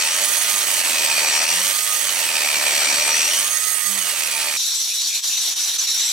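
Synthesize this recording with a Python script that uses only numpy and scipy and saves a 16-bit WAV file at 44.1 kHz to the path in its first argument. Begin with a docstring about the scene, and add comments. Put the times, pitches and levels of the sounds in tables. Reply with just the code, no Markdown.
"""First comes the close, gritty rasp of an angle grinder leaning into a wet stone slab outdoors.
Its pad rubs once a turn over the slurry and screeches when the rim digs in; short squeals poke out.
Under that, the gears whine and rattle, the motor hums and the fan rushes; the spindle slows under
each push and races when eased, and the housing whistles in the last close push. Then we cut to the
same work from a few steps away: a thinner rasp that breaks whenever the pad skips."""
import sys
import numpy as np
from scipy import signal
from scipy.fft import rfft, irfft, next_fast_len
from scipy.io import wavfile
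from scipy.ndimage import uniform_filter1d, map_coordinates

SR = 44100
rng = np.random.default_rng(int(sys.argv[2]) if len(sys.argv) > 2 else 0)


def generate_wav(sig):
    """Save sig (samples, or channels by samples) to the path in sys.argv[1] as 16-bit PCM at SR."""
    pcm = np.round(np.clip(np.atleast_2d(sig).T, -1, 1) * 32767).astype(np.int16)
    wavfile.write(sys.argv[1], SR, pcm)


N = 269892

FREE_SPEED_HZ, EASE_S = 109.7, .208  # unloaded spindle; release time of a push
CUT_S, CUT_FADE_S = 4.568, .002  # the jump from close to far
FAR_RASP_DB, FAR_RUB_DB = -22, -46  # faders, ahead of each layer's trim
FAR_PUSH_S, FAR_LEAN_IN_S, FAR_PUSH_DB = 5.4, .059, 5  # a last, harder push deepens the rub
TREBLE_HZ, TOP_HZ = 9700, 15900

# the worker leans on the tool (start/s, end/s, lean-in/s, spindle speed lost/Hz)
PUSHES = [(-.6, .135, .25, 40.5), (.75, 1.6, .285, 36.8), (2.14, 3.326, .216, 37.7),
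          (4.06, 4.836, .285, 38.7)]
# how firmly the pad meets the stone; it rides lightly after the third push (t/s, level/dB)
CONTACT = [(0, 1), (1.55, 2), (1.8, -1), (2.3, -0.14), (2.85, 2), (3.4, 1), (3.6, -5.5), (3.85, -6.5),
           (4.0, -2.5), (4.55, -2.5)]
# the rim digs in, late in a push (t/s, length/s, strength)
RIM_DIGS = [(0.074, 0.24, 0.85), (1.438, .38, 0.93), (2.858, .14, 0.65), (3.24, 0.47, 1.04)]
# the pad loses its bite (t/s, length/s, level/dB)
PAD_SKIPS = [(.652, .025, -2.5), (.83, .025, -4), (1.47, .028, -4), (4.04, .025, -3), (4.585, .02, -4),
             (4.825, .02, -3), (5.218, .032, -11), (5.367, .014, -5), (5.548, .03, -8), (5.777, .018, -7),
             (5.866, .014, -5)]
# the eased pad drums on the slab (t/s, length/s, relative level/dB)
PAD_DRUMS = [(.22, 0.14, -58), (0.56, 0.076, -55), (1.62, 0.24, -53.5), (3.445, 0.11, -55),
             (3.966, 0.17, -50)]
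# short squeals, and the housing's high whistling ring (t/s, length/s, f/Hz, relative level/dB)
SQUEALS_AND_WHISTLE = [(0.038, 0.13, 2520, -42), (3.19, .1, 2600, -29), (3.34, .1, 3050, -29.5),
                       (4.395, .32, 10550, -34.5), (4.775, .04, 7750, -29), (4.915, 0.06, 2550, -35),
                       (5.047, 0.074, 4560, -29), (5.145, 0.11, 2450, -35.5), (5.299, .073, 7100, -29),
                       (5.335, 0.088, 2700, -35), (5.796, 0.023, 6070, -22), (5.91, .074, 3920, -24.5),
                       (6.065, 0.18, 7660, -28.5)]

# resonator banks (f/Hz, width/Hz, relative level/dB)
PRESSED_MODES = [(2400, 360, 0.5), (3090, 260, -4.5), (4486, 250, 1.5), (4750, 200, -6.5), (5740, 480, -2),
                 (6640, 240, -5), (7500, 280, -4), (8160, 380, 1.5), (8950, 240, 0), (10700, 260, -6.5),
                 (11520, 270, -8), (12760, 300, -5), (14400, 420, -15), (15350, 420, -11)]  # tool pressed on the stone
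SCREECH_MODES = [(4390, 160, -7), (5650, 250, -5), (5840, 140, 2)]  # screeching disc
BODY_MODES = [(904, 22, 0), (590, 50, -4), (1255, 35, -8)]  # tool body, shaken by the rub
HOUSING_MODES = [(1923, 220, -9), (4490, 180, -11), (5540, 180, -10.5), (6532, 184, 1), (7840, 130, -0.5),
                 (8150, 97, -1), (8940, 150, 2), (9115, 120, 0.5), (10396, 140, -2.5), (11510, 130, -3),
                 (12770, 160, -6.5), (13100, 160, -18), (14000, 220, -10), (15600, 230, -15)]  # gear housing
FAR_RASP_MODES = [(3790, 440, 1.5), (4070, 140, -2.5), (4370, 290, -2.5), (5640, 360, 4), (6080, 150, 7),
                  (6960, 240, 2), (7700, 78, 4.5), (8200, 240, -8), (9160, 110, -1.5), (10800, 230, -2),
                  (11100, 250, -16), (12850, 250, -19), (13400, 480, -7)]  # the tool from a few steps away

# EQ curves (f/Hz, relative level/dB)
RUB_EQ = [(25, -38), (60, -28), (130, -21.5), (250, -10.5), (450, -9.5), (600, -1.5), (760, -2.5),
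          (1100, -4), (1500, -9), (1900, 4.5), (2600, -33), (4000, -30), (16000, -50)]  # pad on stone
GRIT_EQ = [(100, -41), (700, -10.5), (1500, -4.5), (2000, -1.5), (3500, 1), (6000, -3), (9000, -4),
           (9700, -30), (12000, -31), (13600, -26), (16000, -14)]  # crushed grit
FAN_EQ = [(100, -14.5), (500, -0.5), (1100, -12.5), (2000, -6), (5500, 6.5), (9000, 6), (9800, 6.5),
          (16000, 9)]  # rushing air
BODY_EQ = [(800, -51), (872, -57), (906, -35.5), (945, -45), (1020, -65), (1110, -45.5), (1225, -39),
           (1290, -40), (1500, -53), (1900, -41), (2150, -36), (2340, -34.5), (2540, -32.5), (2750, -36),
           (3050, -34.5), (3400, -42)]  # the body's answer to motor tones sweeping through it
FAR_HISS_EQ = [(300, -36), (2900, -17), (3600, -1), (6000, -2), (8500, -8), (11000, -5), (14200, -9),
               (15000, -24), (16000, -24)]  # top of the distant rasp
FAR_RUB_EQ = [(25, -39), (100, -33), (250, -16.5), (500, -14), (750, -8), (1400, -4), (2000, -0.5),
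              (2600, 2.5), (3300, 4.5), (5000, -29), (16000, -41)]  # distant pad on stone

# tones locked to the spindle (multiple of its speed, relative level/dB)
WHINE_ORDERS = [(30, -12), (31, -9), (32, 0), (33, -7), (34, -6), (35, -12), (24, -12), (25, -11)]  # meshing teeth
HUM_ORDERS = [(11, -3.5), (12, 0), (13, -13), (14, -4.5), (16, -4), (17, -7), (18, -8), (19, -6.5)]  # armature
DRUM_ORDERS = [(2, -2), (3, -6), (4, -8), (6, -10), (7, -11)]  # drumming pad

# stereo width, close and far (f/Hz, left-right correlation)
CLOSE_IMAGE = [(30, 0.75), (200, 0.99), (600, 0.99), (1500, 0.46), (3000, 0.64), (8000, 0.72),
               (14000, 0.11)]
FAR_IMAGE = [(60, 0.36), (150, 0.98), (380, 0.97), (950, 0.99), (2380, 0.75), (5980, 0.55), (15000, -0.34)]
# unequal paths from the close tool to left and right (f/Hz, left phase lead/rad)
PATH_PHASE = [(0, 0.76), (2410, -0.3), (2760, 1), (3100, -1.3), (4820, -1.03), (5860, -0.38), (7060, -1.9),
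              (7750, 1), (8270, -1.45), (9130, -0.7), (10800, -1.3), (14600, -0.34), (15200, -0.82),
              (16000, -0.0)]

# fader rides, ahead of each layer's trim (base/dB, at full load/dB, dB per dB of contact, in a dig/dB)
RUB_RIDE = (-44.5, 5.5, 1.39, -1)
GRIT_RIDE = (-29, -1.04, .82, -.1)
RING_RIDE = (-32.5, 7, 1.05, .5)
SCREECH_RIDE = (-34.5, 0, 1.18, 5)
RATTLE_RIDE = (-23.5, -6, .08, 2.5)
FAN_RIDE = (-30.5, -.8, -.2, 0)
WHINE_RIDE = (-4, 2.5, .66, -.5)
TREBLE_RIDE = (1, -.5, .32, -3.5)  # shelf above TREBLE_HZ on the close tool
PAN_RIDE = (-8, 2.5, .6, 4)  # positive pulls left


def pad(turns, load):
    """The tilted pad bites once a turn, harder under load, crushes grit and sets the disc screeching."""
    rub_db, grit_db, ring_db = ride(load, RUB_RIDE), ride(load, GRIT_RIDE), ride(load, RING_RIDE)
    bite_db = (2.2 + 1.1 * load) * np.cos(2 * np.pi * turns + .25 * wobble(40))

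    def scrape(repeat, bite):
        texture = spread(roughness(turns, repeat), CLOSE_IMAGE)
        return texture * amp(bite * bite_db + 1.4 * wobble(100) + 1.8 * wobble(1100))

    rub = amp(rub_db + 4) * coloured(scrape(repeat=.33, bite=1), RUB_EQ)
    ring = amp(ring_db) * ringing(scrape(repeat=.34, bite=.86), PRESSED_MODES)
    grit = amp(grit_db + 4.5) * coloured(scrape(repeat=.32, bite=.61), GRIT_EQ)
    screech_db = ride(load, SCREECH_RIDE)
    screech_db += .66 * (screech_db - screech_db.max())  # takes hold only near its loudest
    screech = amp(screech_db + 1.4) * ringing(scrape(repeat=.31, bite=.46), SCREECH_MODES)
    body = amp(rub_db - 3.5) * ringing(scrape(repeat=.2, bite=.72), BODY_MODES)
    cutting = panned(ring + grit + screech, .53 * ride(load, PAN_RIDE) + .4)
    return shimmer(panned(rub, .56) + panned(body, -.38) + cutting, depth_db=1)


def far_grinder():
    """From a few steps away the tool rasps in its resonances and ducks at every skip of the pad."""
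    turns = np.cumsum(95 + 5 * wobble(3)) / SR
    bite = amp(skip_db() + 1.2 * wobble(45) + .3 * wobble(400))
    scrape = lambda: spread(roughness(turns, repeat=.28), FAR_IMAGE) * bite
    rasp = amp(FAR_RASP_DB - .1) * ringing(scrape(), FAR_RASP_MODES)
    hiss = amp(FAR_RASP_DB - 5.5) * coloured(scrape(), FAR_HISS_EQ)
    rub_db = FAR_RUB_DB + FAR_PUSH_DB * rise(FAR_PUSH_S, FAR_LEAN_IN_S)
    rub = amp(rub_db + 6) * coloured(scrape(), FAR_RUB_EQ)
    return shimmer(rasp + hiss + rub, depth_db=1.9)


def gear_rattle(turns, load):
    """Slack gear teeth rattle the housing twice a turn, mostly when running light."""
    knocks = amp(2 * (1 - load) * np.cos(4 * np.pi * turns) + 1.2 * wobble(260) + .8 * wobble(50))
    teeth = spread(roughness(turns, repeat=.52), CLOSE_IMAGE) * knocks
    rattle = unit(shimmer(ringing(teeth, HOUSING_MODES), depth_db=1.8))
    level_db = ride(load, RATTLE_RIDE) - 5 * load ** 2 + 3
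    return panned(amp(level_db) * rattle, ride(load, PAN_RIDE) - 3)


def fan(turns, load):
    """The fan's bright rush flutters behind the gears."""
    flutter_db = 2.6 * wobble(90) + 1.4 * wobble(500)
    rush = coloured(spread(roughness(turns, repeat=.58), CLOSE_IMAGE), FAN_EQ)
    return panned(amp(ride(load, FAN_RIDE) + flutter_db) * rush, ride(load, PAN_RIDE) + .36)


def squeals_and_whistle(width_hz):
    """Short squeals, and a high whistling ring of the housing in the last close push."""
    def band(hz):
        return unit(filtered(rng.standard_normal(N), lambda f: np.exp(-((f - hz) / width_hz) ** 2)))

    return sum(amp(db + .5) * swell(t, length) * band(hz) for t, length, hz, db in SQUEALS_AND_WHISTLE)


def motor(turns, speed, load):
    """The armature hums, and the gear teeth whine louder the harder the pad cuts."""
    body_db = lambda k: along(BODY_EQ, k * speed)
    hum = amp(-.5 - 2 * load) * tones(turns, HUM_ORDERS, body_db, flutter_db=2.8, flutter_hz=24)
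    chatter = amp(2.2 * np.cos(2 * np.pi * turns) + 1.8 * wobble(220))
    teeth = chatter * tones(turns, WHINE_ORDERS, body_db, flutter_db=2.2, flutter_hz=45)
    whine = amp(ride(load, WHINE_RIDE)) * teeth
    return panned(hum, -3.5) + panned(whine, -9)


def slab(turns, load):
    """A faint low bed: the off-centre pad shakes the slab and drums on it when eased."""
    shake = amp(-74 + 7.7 * load + 1.7 * wobble(16)) * unit(np.sin(2 * np.pi * turns))
    drum_gain = sum(amp(db) * swell(t, length) for t, length, db in PAD_DRUMS) + amp(-69 - 6.5 * load)
    return shake + drum_gain * tones(turns, DRUM_ORDERS, lambda k: 0, flutter_db=5, flutter_hz=10)


def spindle_speed():
    """Turns per second: each push drags the spindle down until it is eased."""
    return FREE_SPEED_HZ - sum(lost * rise(start, lean_in) * (1 - rise(end, EASE_S))
                               for start, end, lean_in, lost in PUSHES)


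def ride(load, settings):
    """A fader curve in dB that follows load, pad contact and rim digs."""
    base, by_load, by_contact, by_dig = settings
    contact_db = np.interp(clock(), *np.transpose(CONTACT))
    dig = sum(strength * swell(t, length) for t, length, strength in RIM_DIGS)
    return base + by_load * load + by_contact * (contact_db - contact_db.mean()) + by_dig * dig


def skip_db():
    """The dip in level while the pad skips."""
    return sum(db * swell(t, length) for t, length, db in PAD_SKIPS)


def roughness(turns, repeat, bumps_per_turn=440):
    """Two unrelated textures met by a turning part; each turn partly repeats the one before."""
    noise = rng.standard_normal((2, 700, bumps_per_turn))
    tracks = signal.lfilter([1], [1, -repeat], noise, axis=1)
    position = turns * bumps_per_turn
    return unit(np.array([map_coordinates(track.ravel(), [position], mode="wrap") for track in tracks]))


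def tones(turns, orders, eq_db, flutter_db, flutter_hz):
    """Spindle harmonics fluttering in level and phase; eq_db(k) shapes harmonic k."""
    tone = lambda k: np.sqrt(2) * np.sin(2 * np.pi * k * turns + .6 * wobble(flutter_hz))
    return sum(amp(db + eq_db(k) + flutter_db * wobble(flutter_hz)) * tone(k) for k, db in orders)


def ringing(x, modes):
    """x through a resonator bank, at rms 1."""
    peaks = lambda f: [amp(db) / (1 + 2 * ((f - hz) / width) ** 2) for hz, width, db in modes]
    return unit(filtered(x, lambda f: np.linalg.norm(peaks(f), axis=0)))


def coloured(x, eq):
    """x through an EQ curve, at rms 1."""
    return unit(filtered(x, lambda hz: amp(along(eq, hz))))


def shimmer(x, depth_db):
    """The colour shifts at random over some 50 ms and a few hundred Hz."""
    spectra = signal.stft(x, nperseg=512)[2]
    patches = uniform_filter1d(rng.standard_normal(spectra.shape[1:]), size=4, axis=0)
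    patches = uniform_filter1d(patches, size=9, axis=1)
    return signal.istft(spectra * amp(depth_db * unit(patches)), nperseg=512)[1][:, :N]


def spread(pair, image):
    """Two unrelated signals, mixed as mid and side to a given stereo width."""
    angle = lambda hz: np.arccos(np.clip(along(image, hz), -1, 1)) / 2
    mid, side = filtered(pair, lambda hz: np.array([np.cos(angle(hz)), np.sin(angle(hz))]))
    return np.array([mid + side, mid - side])


def panned(x, left_db):
    """Pan to left_db of left over right, holding the mid level."""
    gains = amp(np.array([left_db, -left_db]).reshape(2, -1) / 2)
    return x * gains / gains.mean(0)


def filtered(x, response):
    """x through a frequency response."""
    size = next_fast_len(N + SR // 4)
    return irfft(rfft(x, size) * response(np.fft.rfftfreq(size, 1 / SR)), size)[..., :N]


def along(points, hz):
    """Read (f/Hz, value) points on a log frequency axis."""
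    f, values = np.transpose(points)
    return np.interp(np.log(hz + 1), np.log(f + 1), values)


def wobble(rate):
    """A smooth random modulator, rate knots a second."""
    return map_coordinates(rng.standard_normal(int(N * rate / SR) + 4), [clock() * rate])


def swell(t, length):
    """A rounded hump of height 1 around time t."""
    return np.exp(-np.abs(2 * (clock() - t) / length) ** np.e)


def rise(t, length):
    """A smooth fade from 0 to 1 around time t."""
    return .5 + .5 * np.tanh((clock() - t) / length)


def clock():
    """Time of every sample."""
    return np.arange(N) / SR


def amp(db):
    """Decibels to gain."""
    return 10 ** (np.asarray(db) / 20)


def unit(x):
    """Scale to rms 1."""
    return x / np.sqrt(np.mean(x ** 2) + 1e-20)


def scene():
    """The close grinder cuts to the far one, with squeals over both."""
    speed = spindle_speed()
    turns = np.cumsum(speed * (1 + .0013 * wobble(30))) / SR
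    load = (speed.max() - speed) / np.ptp(speed)  # 0 running light, 1 at the hardest push
    close = motor(turns, speed, load) + slab(turns, load)
    close += amp(skip_db()) * (gear_rattle(turns, load) + fan(turns, load) + pad(turns, load))
    treble = filtered(close, lambda hz: hz > TREBLE_HZ)
    close += (amp(ride(load, TREBLE_RIDE)) - 1) * treble  # the top dulls while the rim digs in
    # so near, each resonance reaches left and right along its own paths
    close = filtered(close, lambda hz: np.exp(.5j * np.outer([1, -1], along(PATH_PHASE, hz))))
    away = rise(CUT_S, CUT_FADE_S)
    return (1 - away) * close + away * far_grinder() + squeals_and_whistle(width_hz=290)


def record(dry):
    """A brick-wall low-pass on the mix."""
    return filtered(dry, lambda hz: hz < TOP_HZ)


dry = scene()
out = record(dry)
generate_wav(out)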